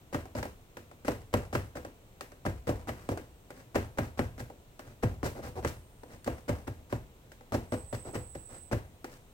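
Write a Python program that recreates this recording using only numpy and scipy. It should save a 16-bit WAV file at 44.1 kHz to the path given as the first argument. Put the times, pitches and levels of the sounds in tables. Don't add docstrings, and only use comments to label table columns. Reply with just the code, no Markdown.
import sys
import numpy as np
from scipy import signal
from scipy.fft import rfft, irfft, next_fast_len
from scipy.io import wavfile
from scipy.ndimage import uniform_filter1d, map_coordinates

SR = 44100
rng = np.random.default_rng(int(sys.argv[2]) if len(sys.argv) > 2 else 0)


def generate_wav(signal):
    frames = np.transpose(np.atleast_2d(signal))
    scaled = np.clip(frames, -1, 1) * 32767
    pcm = np.round(scaled).astype(np.int16)
    wavfile.write(sys.argv[1], SR, pcm)


N = 411449


def from_db(db):
    return 10 ** (np.asarray(db) / 20)


def rms_one(x):
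    return x / np.sqrt(np.mean(x ** 2) + 1e-20)


def at_hz(table, hz, column=1):
    table = np.array(table)
    return np.interp(np.log(hz), np.log(table[:, 0]), table[:, column])


def delayed(x, seconds):
    return np.pad(x, (round(seconds * SR), 0))[:N]


def ring(clicks, hz, t60):
    decay, angle = 1000 ** (-1 / (t60 * SR)), 2 * np.pi * hz / SR
    return signal.lfilter([0, np.sin(angle)], [1, -2 * decay * np.cos(angle), decay ** 2], clicks + 1e-18)


def fading(power, t60):
    return signal.lfilter([1], [1, -1e6 ** (-1 / (t60 * SR))], power + 1e-18)


def noise_bands(alike_hz=1100):
    edges = 16500 / 2 ** np.arange(0, 10, .5)[::-1]
    white = rng.standard_normal((2, 2, N))
    for k, (low, high) in enumerate(zip(edges, edges[1:])):
        band = signal.butter(2, [low, high], "band", fs=SR, output="sos")
        mid, side = signal.sosfilt(band, white[k % 2])
        hz = np.sqrt(low * high)
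        alike = .95 / (1 + (hz / alike_hz) ** 2)
        yield hz, rms_one(np.sqrt(1 + alike) * mid + np.sqrt(1 - alike) * np.array([side, -side]))


def background_power(hz):
    # frequency in Hz, band level in dB.
    hush = [(25, -64.5), (50, -69), (105, -63), (170, -69), (450, -67.5), (900, -71.5), (1800, -76),
            (3200, -72.5), (5000, -81), (8300, -70), (11000, -98.5), (15000, -64.5)]
    return from_db(at_hz(hush, hz)) ** 2


def high_calls(calls, resonances, fade_s=.11, settle_s=.18, silent_db=-100, right_db=3):
    rasp, tone = rng.standard_normal((2, N)), 0
    for hz, width, db in resonances:
        b, a = signal.iirpeak(hz, hz / width, fs=SR)
        tone = tone + from_db(db) * rms_one(signal.lfilter(b, a, signal.lfilter(b, a, rasp)))
    curve = []
    for start, end, db, pitch in calls:
        soft, sharp = db - 2, pitch + .4
        curve += [(start - fade_s, silent_db, sharp), (start, soft, sharp), (start + settle_s, db, pitch),
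                  (end, db, pitch), (end + 2 * fade_s, silent_db, pitch)]
    times, *columns = np.transpose(curve)
    level_db, semitones = [np.interp(np.arange(N) / SR, times, column) for column in columns]
    read_at = np.cumsum(2 ** (semitones / 12))
    bent = np.array([map_coordinates(side, [read_at], order=3, mode="mirror") for side in tone])
    return rms_one(bent) * from_db(level_db) * from_db([[-right_db], [right_db]])


def sizzle():
    # start and end in seconds, level in dB, pitch shift in semitones.
    calls = [(2.75, 3.5, -86, -.5), (5.35, 6.65, -80.5, 0.57), (8.8, 9.3, -84, 0.35)]
    # frequency and width in Hz, level in dB.
    resonances = [(8200, 320, -10), (8530, 680, 5)]
    return high_calls(calls, resonances)


def trill():
    # start and end in seconds, level in dB, pitch shift in semitones.
    calls = [(7.73, 8.65, -58, 0.02)]
    # frequency and width in Hz, level in dB.
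    resonances = [(7880, 165, 10), (8075, 130, 10), (8190, 150, 0), (15600, 500, -6)]
    return high_calls(calls, resonances)


def room_power(power, hz, build_t60=.012, build_cycles=1.5):
    # frequency in Hz, band level in dB, seconds to fall by 60 dB.
    echo = [(29.6, -26.5, 0.6), (69, -5.5, 0.62), (115, -4.5, 0.38), (155, -16, 0.46), (280, -12, 0.27),
            (553, -15.5, 0.37), (1040, -17, 0.35), (1930, -13, 0.28), (3600, -16, 0.35), (7100, -13, 0.31),
            (10700, -25, 0.6), (14500, -11, 0.25)]
    tail = fading(power, at_hz(echo, hz, column=2)) - fading(power, build_t60 + build_cycles / hz)
    return from_db(at_hz(echo, hz)) ** 2 * np.abs(tail)


def board_power(power, hz, t60=.031, cycles=10, grit_db=2.5):
    # frequency in Hz, band level in dB.
    ringing = [(40, -28), (100, -42), (250, -7.5), (550, -1.5), (900, -2.5), (1800, -1.5), (3000, -8.5),
               (6000, 3), (9000, -8.5), (15000, -7)]
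    flicker = rms_one(uniform_filter1d(rng.standard_normal(N), size=40))
    grit = from_db(grit_db * (flicker - .5))
    return (grit * from_db(at_hz(ringing, hz))) ** 2 * fading(power, t60 + cycles / hz)


def board_and_room(hits):
    out = np.zeros((2, N))
    for hz, noise in noise_bands():
        power = force(hits, hz) ** 2
        out += noise * np.sqrt(board_power(power, hz) + room_power(power, hz) + background_power(hz))
    return out


def box_boom(hits, lag_cycles=.96, swell_cycles=16):
    # frequency in Hz, level in dB, seconds to fall by 60 dB.
    tones = [(60, -3, 0.21), (72, -13, 0.06), (89.6, 1.5, 0.15), (118.3, 18, 0.096), (130, -11, 0.18),
             (192.8, -4.5, 0.13), (229.7, -8, 0.2), (252.2, -3, 0.12), (276.3, -14, 0.17),
             (328, -6.5, 0.14), (404.4, -11, 0.15), (498.7, -6, 0.2), (544, 12, 0.03), (574.5, -9.5, 0.16),
             (680, -1, 0.016), (783.5, 4, 0.033), (985, -24, 0.028), (1314, -27.5, 0.19),
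             (1612, -14.5, 0.21), (1805, -39, 0.053), (1840, -28, 0.073), (1920, -21, 0.082)]
    out = np.zeros(N)
    for hz, db, t60 in tones:
        clicks = delayed(force(hits, hz, spread_db=2.5), lag_cycles / hz)
        swell_t60 = 1 / (1 / t60 + hz / swell_cycles)
        out += from_db(db) * (ring(clicks, hz, t60) - ring(clicks, hz, swell_t60))
    return out


def bending_wave(hits, rest_hz=99, glide_hz=320, glide_s=.00942, knock_db=-5, thud_db=3.5):
    t = np.arange(SR // 4) / SR
    pitch_hz = rest_hz + glide_hz * np.exp(-t / glide_s)
    sweep = -np.sin(2 * np.pi * np.cumsum(pitch_hz) / SR)
    swell = lambda peak_s: t / peak_s * np.exp(1 - t / peak_s)
    knock = signal.oaconvolve(force(hits, glide_hz), sweep * swell(peak_s=.0028) ** 2)
    thud = signal.oaconvolve(force(hits, rest_hz), sweep * swell(peak_s=.015))
    return (from_db(knock_db) * knock + from_db(thud_db) * thud)[:N]


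def heel_snap(hits, tick_hz=3000, tick_db=-1):
    # frequency in Hz, level in dB, seconds to fall by 60 dB.
    tones = [(620, -22.5, 0.00073), (1133, 3, 0.01), (1426, 5, 0.013), (1676, -3, 0.021),
             (2060, -4.5, 0.016)]
    clack = sum((-1) ** k * from_db(db) * ring(force(hits, hz), hz, t60)
                for k, (hz, db, t60) in enumerate(tones))
    treble = signal.butter(2, [tick_hz, 14000], "band", fs=SR, output="sos")
    tick = signal.sosfilt(treble, force(hits, 2 * tick_hz))
    return -clack - from_db(tick_db) * tick


def force(hits, hz, spread_db=0):
    strike_hz = [140, 260, 800, 1300, 2150, 3300]
    start, knock, thud, clack, crackle = hits.T
    share = lambda weights: np.interp(np.log(hz), np.log(strike_hz), weights)
    db = knock + thud * share([1, 0, 0, 0, 0, 0])
    db += clack * share([0, 0, 0, 1, 1, 0]) + crackle * share([0, 0, 0, 0, 0, 1])
    db += spread_db * rng.standard_normal(2000)[:len(start)]
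    return np.bincount((start * SR).astype(int), from_db(db), N)[:N]


def contact(start, db, hardness_db, thud_db, crackle_db, crackle_growth=.67):
    crackle = hardness_db + crackle_db + crackle_growth * np.maximum(hardness_db, 0)
    return np.column_stack(np.broadcast_arrays(start, db, thud_db, hardness_db, crackle))


def slips(start, length, db, uneven, hardness_db, thud_db, crackle_db, spread_db=5, slip_hz=375):
    gap, size = rng.uniform(-1, 1, (2, 80))
    after = np.cumsum(1 + np.clip(uneven, 0, 1) * gap) / slip_hz
    slip_db = db + spread_db * (uneven * size - 2 + np.sin(np.pi * after / length))
    return contact(start + after, slip_db, hardness_db, thud_db, crackle_db)[after < length]


def bottom_out(taps, gap_s=.003127, firm_db=-33, range_db=1.5):
    share = .5 / (4 + np.exp((firm_db - taps[:, 1]) / range_db))
    first, second = taps.copy(), taps.copy()
    first[:, 1] += 10 * np.log10(1 - share) - 2 * share
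    second[:, 1] += 10 * np.log10(share) - 2 * share
    second[:, 0] += gap_s
    return np.vstack([first, second])


def spring_back(start, knock_db, span_s=.14, below_db=23, fall_db_per_s=109, spread_db=2):
    after = span_s * rng.random(6)
    db = knock_db - below_db - fall_db_per_s * after + spread_db * rng.standard_normal(6)
    return contact(start + after, db, hardness_db=0, thud_db=-5, crackle_db=-5)


def step(land_s, knock_db, thud_db, hardness_db, lead_s, touch_db, roll_db):
    # level in dB, hardness in dB.
    touch_dulling = [(-42, -5), (-33, -9.5)]
    roll_dulling = [(-47, 3.5), (-38.5, -6.5)]
    touch_hardness = np.interp(touch_db, *np.transpose(touch_dulling))
    roll_hardness = np.interp(roll_db, *np.transpose(roll_dulling))
    touch = contact(land_s - lead_s, touch_db, touch_hardness, thud_db=-4.5, crackle_db=-9.5)
    roll = slips(land_s - lead_s, 1.5 * lead_s, roll_db, uneven=.85,
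                 hardness_db=roll_hardness, thud_db=-5, crackle_db=-5)
    landing = contact(land_s, knock_db, hardness_db, thud_db, crackle_db=-12)
    return np.vstack([bottom_out(np.vstack([touch, landing])), roll, spring_back(land_s, knock_db)])


def footwork():
    # landing time in seconds, knock in dB, thud in dB above the knock, hardness in dB,
    # seconds from touch to landing, touch in dB, roll in dB.
    steps = [(0.1456, -30, -10.5, -3, .018, -42.5, -41), (0.3851, -39, -13, -19, .034, -37.5, -41),
             (1.0816, -25, -10, -6, .034, -42.5, -51), (1.3398, -23, -7.5, -6, .0103, -43, -49),
             (1.551, -27.5, -5, -1.5, .0225, -34.5, -47), (1.7699, -37.5, -25, -7, .016, -43, -52.5),
             (2.4619, -29.5, -0.5, -4.5, .010, -34.5, -49), (2.6905, -25, -9.5, -13.5, .020, -33.5, -35.5),
             (2.8909, -35.5, -16, -0.5, .0186, -43, -39.5), (3.1168, -31, -20, -18, .027, -30.5, -53.5),
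             (3.7570, -24, -8.5, -4, .0113, -39, -31), (3.9848, -25.5, -5.5, -5, .011, -44, -56),
             (4.1924, -27.5, -1, -4.5, .018, -47.5, -53), (4.402, -40.5, -2.5, -7, .0226, -47, -52.5),
             (5.0342, -27, 0.5, -7, 0.0087, -45, -37.5), (5.2608, -35, -12, -8, .0307, -31.5, -39.5),
             (5.6478, -29.5, -4, -0.5, .02, -47, -59), (6.2752, -28.5, -11.5, -6.5, .013, -47, -37.5),
             (6.4926, -26, -4.5, -8, 0.012, -42, -50), (6.6777, -36, -4, -8.5, .008, -52, -53.5),
             (6.9253, -31, -4, -8, 0.029, -68, -59), (7.5453, -30, -29, -14, .0235, -33.5, -33.5),
             (7.738, -33, -28, -15, .0165, -31.5, -42), (7.9439, -41, -16, -5, .0165, -35.5, -48.5),
             (8.153, -37.5, -0.5, -1.5, .018, -54, -43.5), (8.3531, -42, -6.5, -10, 0.00565, -56, -55),
             (8.7276, -32.5, -2, -2, .0143, -36, -35)]
    # time in seconds, knock in dB, hardness in dB.
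    clicks = [(0.255, -46, -6), (0.4281, -36.5, 0), (0.4531, -40.5, -5.5), (0.7694, -43, -0.5),
              (0.9137, -50, -6), (1.1168, -47.5, 4), (1.849, -39.5, -6), (2.2088, -43, 3),
              (2.3186, -51.5, -2), (3.1742, -39, -3), (3.5042, -45.5, -1), (4.5, -44, -13),
              (4.793, -45, 0.5), (5.676, -50, 7.5), (6.0336, -45.5, -9.5), (6.2442, -62.5, 12),
              (7.3182, -56, 4.5), (7.4085, -52.5, -6), (9.044, -39.5, -2.5)]
    # start and length in seconds, base level in dB, unevenness (0 is even), hardness in dB.
    slides = [(2.929, 0.16, -61, 0.8, -0.5), (3.539, 0.09, -62.5, 0.85, 1), (4.836, 0.095, -60.5, .9, -2.5),
              (5.242, 0.033, -51.5, 1.05, 7), (5.345, 0.059, -44, 0.26, -12),
              (5.417, 0.078, -47, .62, -2.5), (5.553, 0.046, -40.5, 0, -12), (5.664, 0.033, -60, 0.8, 9.5),
              (6.08, 0.09, -57.5, 0.78, -2), (6.35, 0.059, -59, 0.68, -2), (8.046, 0.058, -45.5, 0.24, -10),
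              (8.13, .045, -40.5, 0.25, -28), (8.487, 0.098, -57, 0.79, -1.5), (9.089, 0.083, -64, 0.92, 4)]
    step_hits = [step(*row) for row in steps]
    click_hits = contact(*np.transpose(clicks), thud_db=-20, crackle_db=-7.5)
    slide_hits = [slips(*row, thud_db=-4, crackle_db=-4.5) for row in slides]
    return np.vstack([*step_hits, click_hits, *slide_hits])


def scene(right_lag_s=.00022):
    hits = footwork()
    left, right = bending_wave(hits) + box_boom(hits) + heel_snap(hits) + board_and_room(hits)
    return np.array([left, delayed(right, right_lag_s)]) + trill() + sizzle()


def record(dry, cutoff_hz=16100):
    # frequency in Hz, left level minus right level in dB.
    balance = [(60, .9), (500, .3), (1000, -.5), (1500, 1), (2000, 5), (3000, 2.5), (5800, 4), (6700, 2),
               (7500, -6), (8300, -13), (11000, -8), (15000, -4)]
    size = next_fast_len(N + SR)
    hz = np.maximum(np.fft.rfftfreq(size, 1 / SR), 1)
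    half_db = at_hz(balance, hz) / 2
    coloured = irfft(rfft(dry, size) * from_db([half_db, -half_db]), size)[:, :N]
    return signal.sosfilt(signal.ellip(10, .1, 80, cutoff_hz, fs=SR, output="sos"), coloured)


dry = scene()
out = record(dry)
generate_wav(out)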